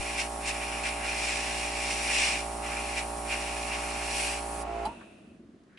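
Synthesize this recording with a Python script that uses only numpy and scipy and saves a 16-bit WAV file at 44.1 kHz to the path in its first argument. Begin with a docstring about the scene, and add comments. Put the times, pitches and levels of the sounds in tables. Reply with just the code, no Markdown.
"""An airbrush paints a small model on a hobby bench, with a piston compressor humming a little to the right.
The jet is coloured noise that flares where it strikes the model and throbs with the piston; walls echo it.
The pump is a sum of shaft harmonics. The trigger is let go, the pump labours against the closed line,
its pressure switch snaps, a relief valve chirps and bleeds, and the motor coasts down over a quiet room."""
import sys
import numpy as np
from scipy import signal
from scipy.fft import rfft, irfft
from scipy.io import wavfile

SR = 44100
rng = np.random.default_rng(int(sys.argv[2]) if len(sys.argv) > 2 else 0)


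def transcribe(signal):
    """Save signal, clipped to [-1, 1], as a 16-bit WAV file at the path in sys.argv[1]."""
    frames = np.atleast_2d(signal).T
    limited = np.clip(frames, -1, 1)
    pcm = np.round(limited * 32767).astype(np.int16)
    wavfile.write(sys.argv[1], SR, pcm)


N = 254898
T = np.arange(N) / SR  # time, s
HZ = np.maximum(np.arange(N // 2 + 1) * SR / N, 1)  # frequencies of the noise spectra

CUTOUT_S = 4.857  # relief valve opens and motor starts to coast
# compressor: (time [s], shaft speed [Hz], level [dB])
PUMP = [(0.03, 57.94, -39), (2.11, 58, -38), (4.57, 58.09, -38), (4.84, 57.2, -35.5)]
# likeness of the machine and room noise at the left and right microphones: (frequency [Hz], likeness [0-1])
LOW_LIKENESS = [(60, 0.85), (250, 0.82), (600, .6), (1100, .35), (3000, .4)]


def undb(db):
    """Decibels to gain."""
    return 10 ** (np.asarray(db) / 20)


def unit(x):
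    """Scale to rms 1."""
    return x / np.sqrt(np.mean(x ** 2))


def curves(rows):
    """The columns of a time table, sample by sample."""
    s, *columns = np.transpose(rows)
    return [np.interp(T, s, column) for column in columns]


def across(rows, hz):
    """The columns of a frequency table at the given frequencies, interpolated over log frequency."""
    f, *columns = np.transpose(rows)
    return [np.interp(np.log(hz), np.log(np.maximum(f, 1)), column) for column in columns]


def colour(rows):
    """Gain over frequency of a (frequency [Hz], relative level [dB]) spectrum."""
    return undb(across(rows, HZ)[0])


def resonances(rows):
    """Gain over frequency of steep-sided resonances that add in power."""
    power = 0
    for f, width, db in rows:
        detuning = (HZ ** 2 - f ** 2) / (HZ * width) / 2
        power = power + (undb(db) / (1 + detuning ** 2)) ** 2
    return np.sqrt(power)


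def noise(gain, likeness):
    """Stereo noise of a given colour; the part common to both microphones has rms 1."""
    alike = np.clip(likeness, 0, .99)
    mid, side = rfft(rng.standard_normal((2, N))) * gain
    mid = irfft(mid, N)
    side = irfft(side * np.sqrt((1 - alike) / (1 + alike)), N)
    return np.array([mid + side, mid - side]) / np.std(mid)


def walk(rate):
    """Smooth chance of rms 1 that changes about rate times a second."""
    return unit(irfft(rfft(rng.standard_normal(N)) / (1 + (HZ / rate) ** 4), N))


def step(at_s, over_s):
    """A smooth rise from 0 to 1."""
    return .5 + .5 * np.tanh((T - at_s) / over_s)


def bell(x, centre, width):
    """A smooth hump of height 1."""
    return np.exp(-((x - centre) / width) ** 2)


def burst(at_s, decay_s):
    """A quick attack and an exponential tail."""
    return step(at_s, 0.0011) * np.exp(-np.maximum(T - at_s, 0) / decay_s)


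def throb(turns, depth_db):
    """A gain of rms 1 that swells once a turn."""
    return unit(undb(depth_db * np.cos(2 * np.pi * turns)))


def airbrush(turns):
    """A bright free jet, and turbulence where it hits model and board; piston strokes ripple ring and wash."""
    # hollows of the model: (centre [Hz], width [Hz], relative level [dB])
    hollows = [(2150, 470, -5.5), (2410, 230, 1.5), (2790, 160, -2)]
    # air washing over the model's faces: (frequency [Hz], relative level [dB])
    wash_spectrum = [(700, -11), (1350, -11), (2300, -8), (3400, -1), (3950, -5.5), (4300, -1.5),
                     (4750, -2), (5200, 2.5), (5620, -1.5), (5790, 4), (5950, -5), (7200, -2.5), (9100, -3),
                     (10200, -11)]
    # free jet at the nozzle: (frequency [Hz], relative level [dB])
    nozzle = [(1500, -20), (4000, -16), (6500, -8.5), (8400, -1.5), (9700, 1), (10300, -1), (11000, 1.5)]
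    # likeness of the air noise at the left and right microphones: (frequency [Hz], likeness [0-1])
    air_likeness = [(600, .7), (1200, 0.1), (2450, 1), (3250, 0.4), (4300, 0.3), (5400, 0.78), (7500, 0.7),
                    (11000, 0.18)]
    # resonance of the spill on the board: (centre [Hz], width [Hz], relative level [dB])
    board = [(1714, 290, 0)]
    # surges of the free jet as the trigger is pulled further: (time [s], half length [s], rise [dB])
    surges = [(2.097, 0.17, 3.3), (4.22, 0.11, 7.5)]
    release_s = 4.628  # trigger let go
    likeness, = across(air_likeness, HZ)
    ring_gain, wash_gain = contact()
    ripple = throb(turns - .15, depth_db=1.0)
    flutter = walk(35)
    # levels are those of the direct air, ahead of the booth
    ring = noise(resonances(hollows), likeness) * ring_gain * undb(-2.4 + .7 * flutter) * ripple
    wash = noise(colour(wash_spectrum), likeness) * wash_gain * undb(1.0 + .64 * flutter) * ripple
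    # the spill grows .35 dB for each dB of ring
    spill = noise(resonances(board), likeness) * ring_gain ** .35 * undb(-36 + 1.2 * flutter)
    surge_db = sum(db * bell(T, s, length) for s, length, db in surges)
    jet = noise(colour(nozzle), likeness) * undb(-38.5 + surge_db + .46 * walk(22))
    return (ring + wash + spill + slips(likeness) + jet) * (1 - step(release_s, 0.0072))


def contact():
    """How hard the jet plays on the model, as gains of ring and wash: passes and flares add in power."""
    # passes across the model, levels before the trims in airbrush:
    # (onto it [s], off it [s], wash over its faces [dB], ring of its hollows above the wash [dB])
    passes = [(-0.1, 0.264, -43.5, 6.5), (0.426, 0.956, -45.6, 8), (1.041, 2.415, -42.5, 7),
              (2.638, 3.038, -45, 7.5), (3.268, 4.394, -44.0, 5.3)]
    # flares as the jet meets a part squarely, levels before the same trims:
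    # (time [s], half length [s], wash [dB], ring above the wash [dB])
    flares = [(0.2, 0.021, -36, 5.5), (0.484, 0.019, -34, 3.5), (0.871, 0.027, -39, 8.0),
              (1.048, 0.08, -46.5, 10), (1.292, 0.11, -37.5, 4), (1.562, 0.094, -41.5, 3.5),
              (1.905, 0.095, -37.5, 0), (2.21, 0.11, -31, 4.5), (2.984, 0.019, -38, 7.1),
              (3.328, 0.02, -40.5, 12), (3.734, 0.023, -47.5, 13.5), (4.205, 0.1, -37.0, 2.9)]
    edge_s = .021  # time the jet takes to cross an edge of the model
    touches = []
    for on, off, db, ring_db in passes:
        touches.append((step(on, edge_s) * (1 - step(off, edge_s)) * undb(db), ring_db))
    for s, length, db, ring_db in flares:
        touches.append((np.sqrt(bell(T, s, length)) * undb(db), ring_db))
    ring = np.sqrt(sum((gain * undb(ring_db)) ** 2 for gain, ring_db in touches))
    wash = np.sqrt(sum(gain ** 2 for gain, _ in touches))
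    # a little air still grazes the model between passes
    return np.hypot(ring, undb(-56)), np.hypot(wash, undb(-51.8))


def slips(likeness):
    """The jet slips past the model: short, hollow roars of resonant noise on the bare board."""
    # roars, levels ahead of the booth: (time [s], half length [s], level [dB], centre [Hz])
    roars = [(0.78, .2, -50, 1330), (0.87, .03, -43, 1700), (1.08, .06, -42, 1680), (2.72, .08, -47, 1380),
             (3.33, .02, -41, 1720), (3.82, .13, -48, 1300)]
    width_hz = 300
    total = 0
    for s, length, db, hz in roars:
        roar = noise(resonances([(hz, width_hz, 0)]), likeness)
        total = total + roar * undb(db) * np.sqrt(bell(T, s, length))
    return total


def booth(air):
    """Echoes off the board and the spray booth walls comb the hiss; the combs drift as the hand moves."""
    # nozzle's height over the board: (time [s], lag of the echo off it [ms])
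    hand = [(0, .61), (.9, .635), (2.3, .62), (3.9, .61), (4.6, .56)]
    # walls of the spray booth: (mean lag to the left [ms], mean lag to the right [ms], echo level [dB])
    walls = [(1.55, 1.9, -22), (3.35, 3.6, -20), (5.2, 2.9, -15.5), (7.1, 7.6, -10), (10.3, 9.2, -11),
             (13.4, 14.6, -12.5)]

    def late(channel, ms):
        return np.interp(T - ms / 1000, T, channel)

    board_ms, = curves(hand)
    sway_ms = 0.047 * walk(1.0)
    channels = []
    for side, direct in enumerate(air):
        # the jet radiates with opposite sign towards the board
        heard = direct - undb(-15) * late(direct, board_ms)
        for wall in walls:
            heard = heard + undb(wall[2]) * late(direct, wall[side] + sway_ms)
        channels.append(heard)
    return np.array(channels)


def compressor(turns, level_db):
    """The piston puffs and its valves clatter; the tone hardens once the air has nowhere to go."""
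    # pump tone with air flowing: (multiple of the shaft speed, relative level [dB])
    flowing_orders = [(1, 2), (2, -17.5), (3, -13), (4, -8.5), (5, -6.5), (6, -8), (7, -5.5), (8, -15.5),
                      (9, -28), (10, -2), (11, -4), (12, -7), (13, 1), (14, 2), (15, -15.5), (16, -4.5),
                      (17, -13), (18, -18), (19, -7), (20, -18), (21, -14), (22, -15), (23, -20),
                      (24, -13.5)]
    # pump tone against the closed line: (multiple of the shaft speed, relative level [dB])
    blocked_orders = [(1, -3), (2, -34), (3, -22), (4, -18), (5, -16), (6, -8.5), (7, -5), (8, -14),
                      (9, -16.5), (10, -18), (11, -8.5), (12, 2.5), (13, -19), (14, -3.5), (15, -32),
                      (16, -18), (17, -15), (18, -24), (19, -14), (20, -30), (21, -32), (22, -38),
                      (23, -16.5), (24, -20), (25, -20)]
    # valve and casing noise: (frequency [Hz], relative level [dB])
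    clatter_spectrum = [(25, -15.5), (60, -7.5), (120, -7), (220, -3), (330, -2.5), (470, -4.5), (650, 0),
                        (860, 2.5), (1050, -3), (1400, -7.5), (1900, -10), (2600, -5.5), (3300, -19),
                        (11000, -26.5)]
    uneven = turns + .0015 * walk(25)
    flowing = pump_tone(flowing_orders, uneven, intake_db=-2, intake_turn=.35,
                        housing_hz=735, housing_width_hz=280, smear=.62)
    blocked = pump_tone(blocked_orders, uneven, intake_db=-4, intake_turn=.42,
                        housing_hz=620, housing_width_hz=270, smear=-.14)
    pressure = step(4.67, 0.013)
    tone = undb(1.0) * ((1 - pressure) * flowing + pressure * blocked)
    stroke_gain = undb(.25 * walk(30))
    clatter = undb(-7.5) * noise(colour(clatter_spectrum), across(LOW_LIKENESS, HZ)[0])
    running = 1 - step(4.88, 0.026)
    return (tone * stroke_gain + clatter) * undb(level_db) * running


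def pump_tone(orders, turns, intake_db, intake_turn, housing_hz, housing_width_hz, smear, size=2048):
    """Intake and delivery strokes ring the housing each turn; smear is the treble's extra lag in turns."""
    # where the pump is heard: (frequency [Hz], left minus right [dB], lead of the left [rad])
    pump_place = [(60, 0, 0), (340, 0, 0), (410, -3, 0), (520, -2, -.5), (600, -8, 0), (695, -5, -.7),
                  (755, -1, 1.1), (812, -4, .7), (870, 4, .7), (940, -5, -.2), (1080, -11, -.5),
                  (1300, -2, 0)]
    k, db = np.transpose(orders)
    hz = k * np.mean(np.array(PUMP)[:, 1])
    strokes = 1 + undb(intake_db) * np.exp(2j * np.pi * k * intake_turn)
    # the housing takes a moment to ring up and to die away
    housing = 1 / (1 + 2j * (hz - housing_hz) / housing_width_hz) ** 2
    lag = np.angle(strokes * housing) - np.pi * smear * k ** 2 / len(k)
    pan_db, lead = across(pump_place, hz)
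    cycle = np.arange(size) / size
    channels = []
    for side in (1, -1):  # left, right
        phase = 2 * np.pi * np.outer(k, cycle) + (lag + side * lead / 2)[:, None]
        channels.append(undb(db + side * pan_db / 2) @ np.cos(phase))
    level = np.std(np.mean(channels, axis=0))
    return np.array([np.interp(turns, cycle, channel, period=1) for channel in channels]) / level


def pressure_switch():
    """The pressure switch snaps: a short burst of resonant noise."""
    # switch resonances: (centre [Hz], width [Hz], relative level [dB])
    switch = [(3140, 350, 1), (4010, 120, 7.5), (4700, 240, 0), (7700, 1300, -9), (10000, 600, -3)]
    return undb(-40) * noise(resonances(switch), .4) * burst(4.853, decay_s=.012)


def relief_valve():
    """The valve chirps upward as it opens, its body rings, and a fading bleed hisses until it reseats."""
    # valve body: (centre [Hz], width [Hz], relative level [dB])
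    valve = [(920, 130, 1), (1115, 70, -7), (1340, 70, -11)]
    # bleeding air: (frequency [Hz], relative level [dB])
    bleed_spectrum = [(200, -27), (480, -6), (665, 1), (900, -13), (1500, -13), (2150, -18), (2620, -4),
                      (3100, -19), (3700, -19.5), (4700, -27.5), (8000, -28), (8600, -21.5), (9400, -28.5),
                      (11000, -25.5)]
    start_hz, end_hz, rise_s = 815, 960, .025
    tail_s, reseat_s = .07, 5.39
    fade_db_per_s = 35
    since = np.maximum(T - CUTOUT_S, 0)
    hz = end_hz + (start_hz - end_hz) * np.exp(-since / rise_s)
    phase = 2 * np.pi * np.cumsum(hz * (1 + .007 * walk(120))) / SR
    tail = undb(-44) * step(CUTOUT_S, .003) * (1 - step(CUTOUT_S + tail_s, .022))
    opening = undb(-27.5) * burst(CUTOUT_S, decay_s=.013) + tail
    lean_db = np.array([[-1.5], [1.5]])  # left, right
    chirp = np.sqrt(2) * np.sin(phase) * opening * undb(.7 * walk(70) + lean_db)
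    ring = undb(-40) * noise(resonances(valve), .4) * burst(4.856, decay_s=0.045)
    bleed_gain = undb(-49 - fade_db_per_s * since) * (1 - step(reseat_s, 0.039))
    bleed = bleed_gain * noise(colour(bleed_spectrum), 0.29) * step(CUTOUT_S, .01)
    return ring + chirp + bleed


def coasting_motor():
    """The rumble dies with the speed, and swells as the speed crosses the resonance of the mounts."""
    # motor rumble: (frequency [Hz], relative level [dB])
    rumble_spectrum = [(29, -41), (50, -8), (124, -12), (173, -9), (211, 1), (275, -5.5), (327, -1.5),
                       (347, -0.5), (368, -7.5), (509, -23), (664, -16), (800, -34.5), (1040, -55),
                       (1760, -120)]
    coast_s = .58  # time constant of the speed
    mount_hz, mount_width_hz = 23, 10
    slowing = np.exp(-np.maximum(T - CUTOUT_S, 0) / coast_s)
    speed = PUMP[-1][1] * slowing
    shake = undb(-45) * slowing ** 3.4 + undb(-54.5) * bell(speed, mount_hz, mount_width_hz)
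    rumble = shake * noise(colour(rumble_spectrum), 0.98) * throb(np.cumsum(speed) / SR, depth_db=3.5)
    return rumble * step(CUTOUT_S, .01)


def knocks():
    """Light knocks and ticks around the bench, each a decaying burst of resonant noise."""
    # knocks: (time [s], level [dB], centre [Hz], width [Hz], decay [s])
    taps = [(4.585, -44, 400, 200, .014), (5.009, -46, 1200, 420, 0.015), (5.636, -70, 3000, 3000, .006),
            (5.774, -48, 2600, 500, .02)]
    total = 0
    for s, db, hz, width, decay in taps:
        total = total + undb(db) * noise(resonances([(hz, width, 0)]), .6) * burst(s, decay)
    return total


def rustle():
    """The hand draws back with a faint rustle of band-limited noise."""
    centre_hz, width_hz = 1620, 350
    return undb(-67) * noise(resonances([(centre_hz, width_hz, 0)]), .5) * step(5.7, .02)


def quiet_room():
    """Steady, mostly low noise lies beneath everything."""
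    # room tone: (frequency [Hz], relative level [dB])
    room_spectrum = [(18, -47.5), (30, -21), (103, -10), (211, -0.5), (329, -6.5), (930, -23),
                     (1110, -19.5), (11000, -41), (14300, -79), (22000, -120)]
    return undb(-61.5) * noise(colour(room_spectrum), across(LOW_LIKENESS, HZ)[0])


def scene():
    """One shaft drives both the hum and the ripple in the air; a quiet room lies beneath."""
    speed, level_db = curves(PUMP)
    turns = np.cumsum(speed) / SR - .5
    air = undb(-1.5) * booth(airbrush(turns))
    shutdown = pressure_switch() + relief_valve() + coasting_motor()
    return air + compressor(turns, level_db) + shutdown + knocks() + rustle() + quiet_room()


def record(dry):
    """The recorder cuts the top steeply with an elliptic low-pass."""
    top_hz, ripple_db, stop_db = 10960, .1, 70
    low_pass = signal.ellip(12, ripple_db, stop_db, top_hz, fs=SR, output="sos")
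    return signal.sosfilt(low_pass, dry)


dry = scene()
out = record(dry)
transcribe(out)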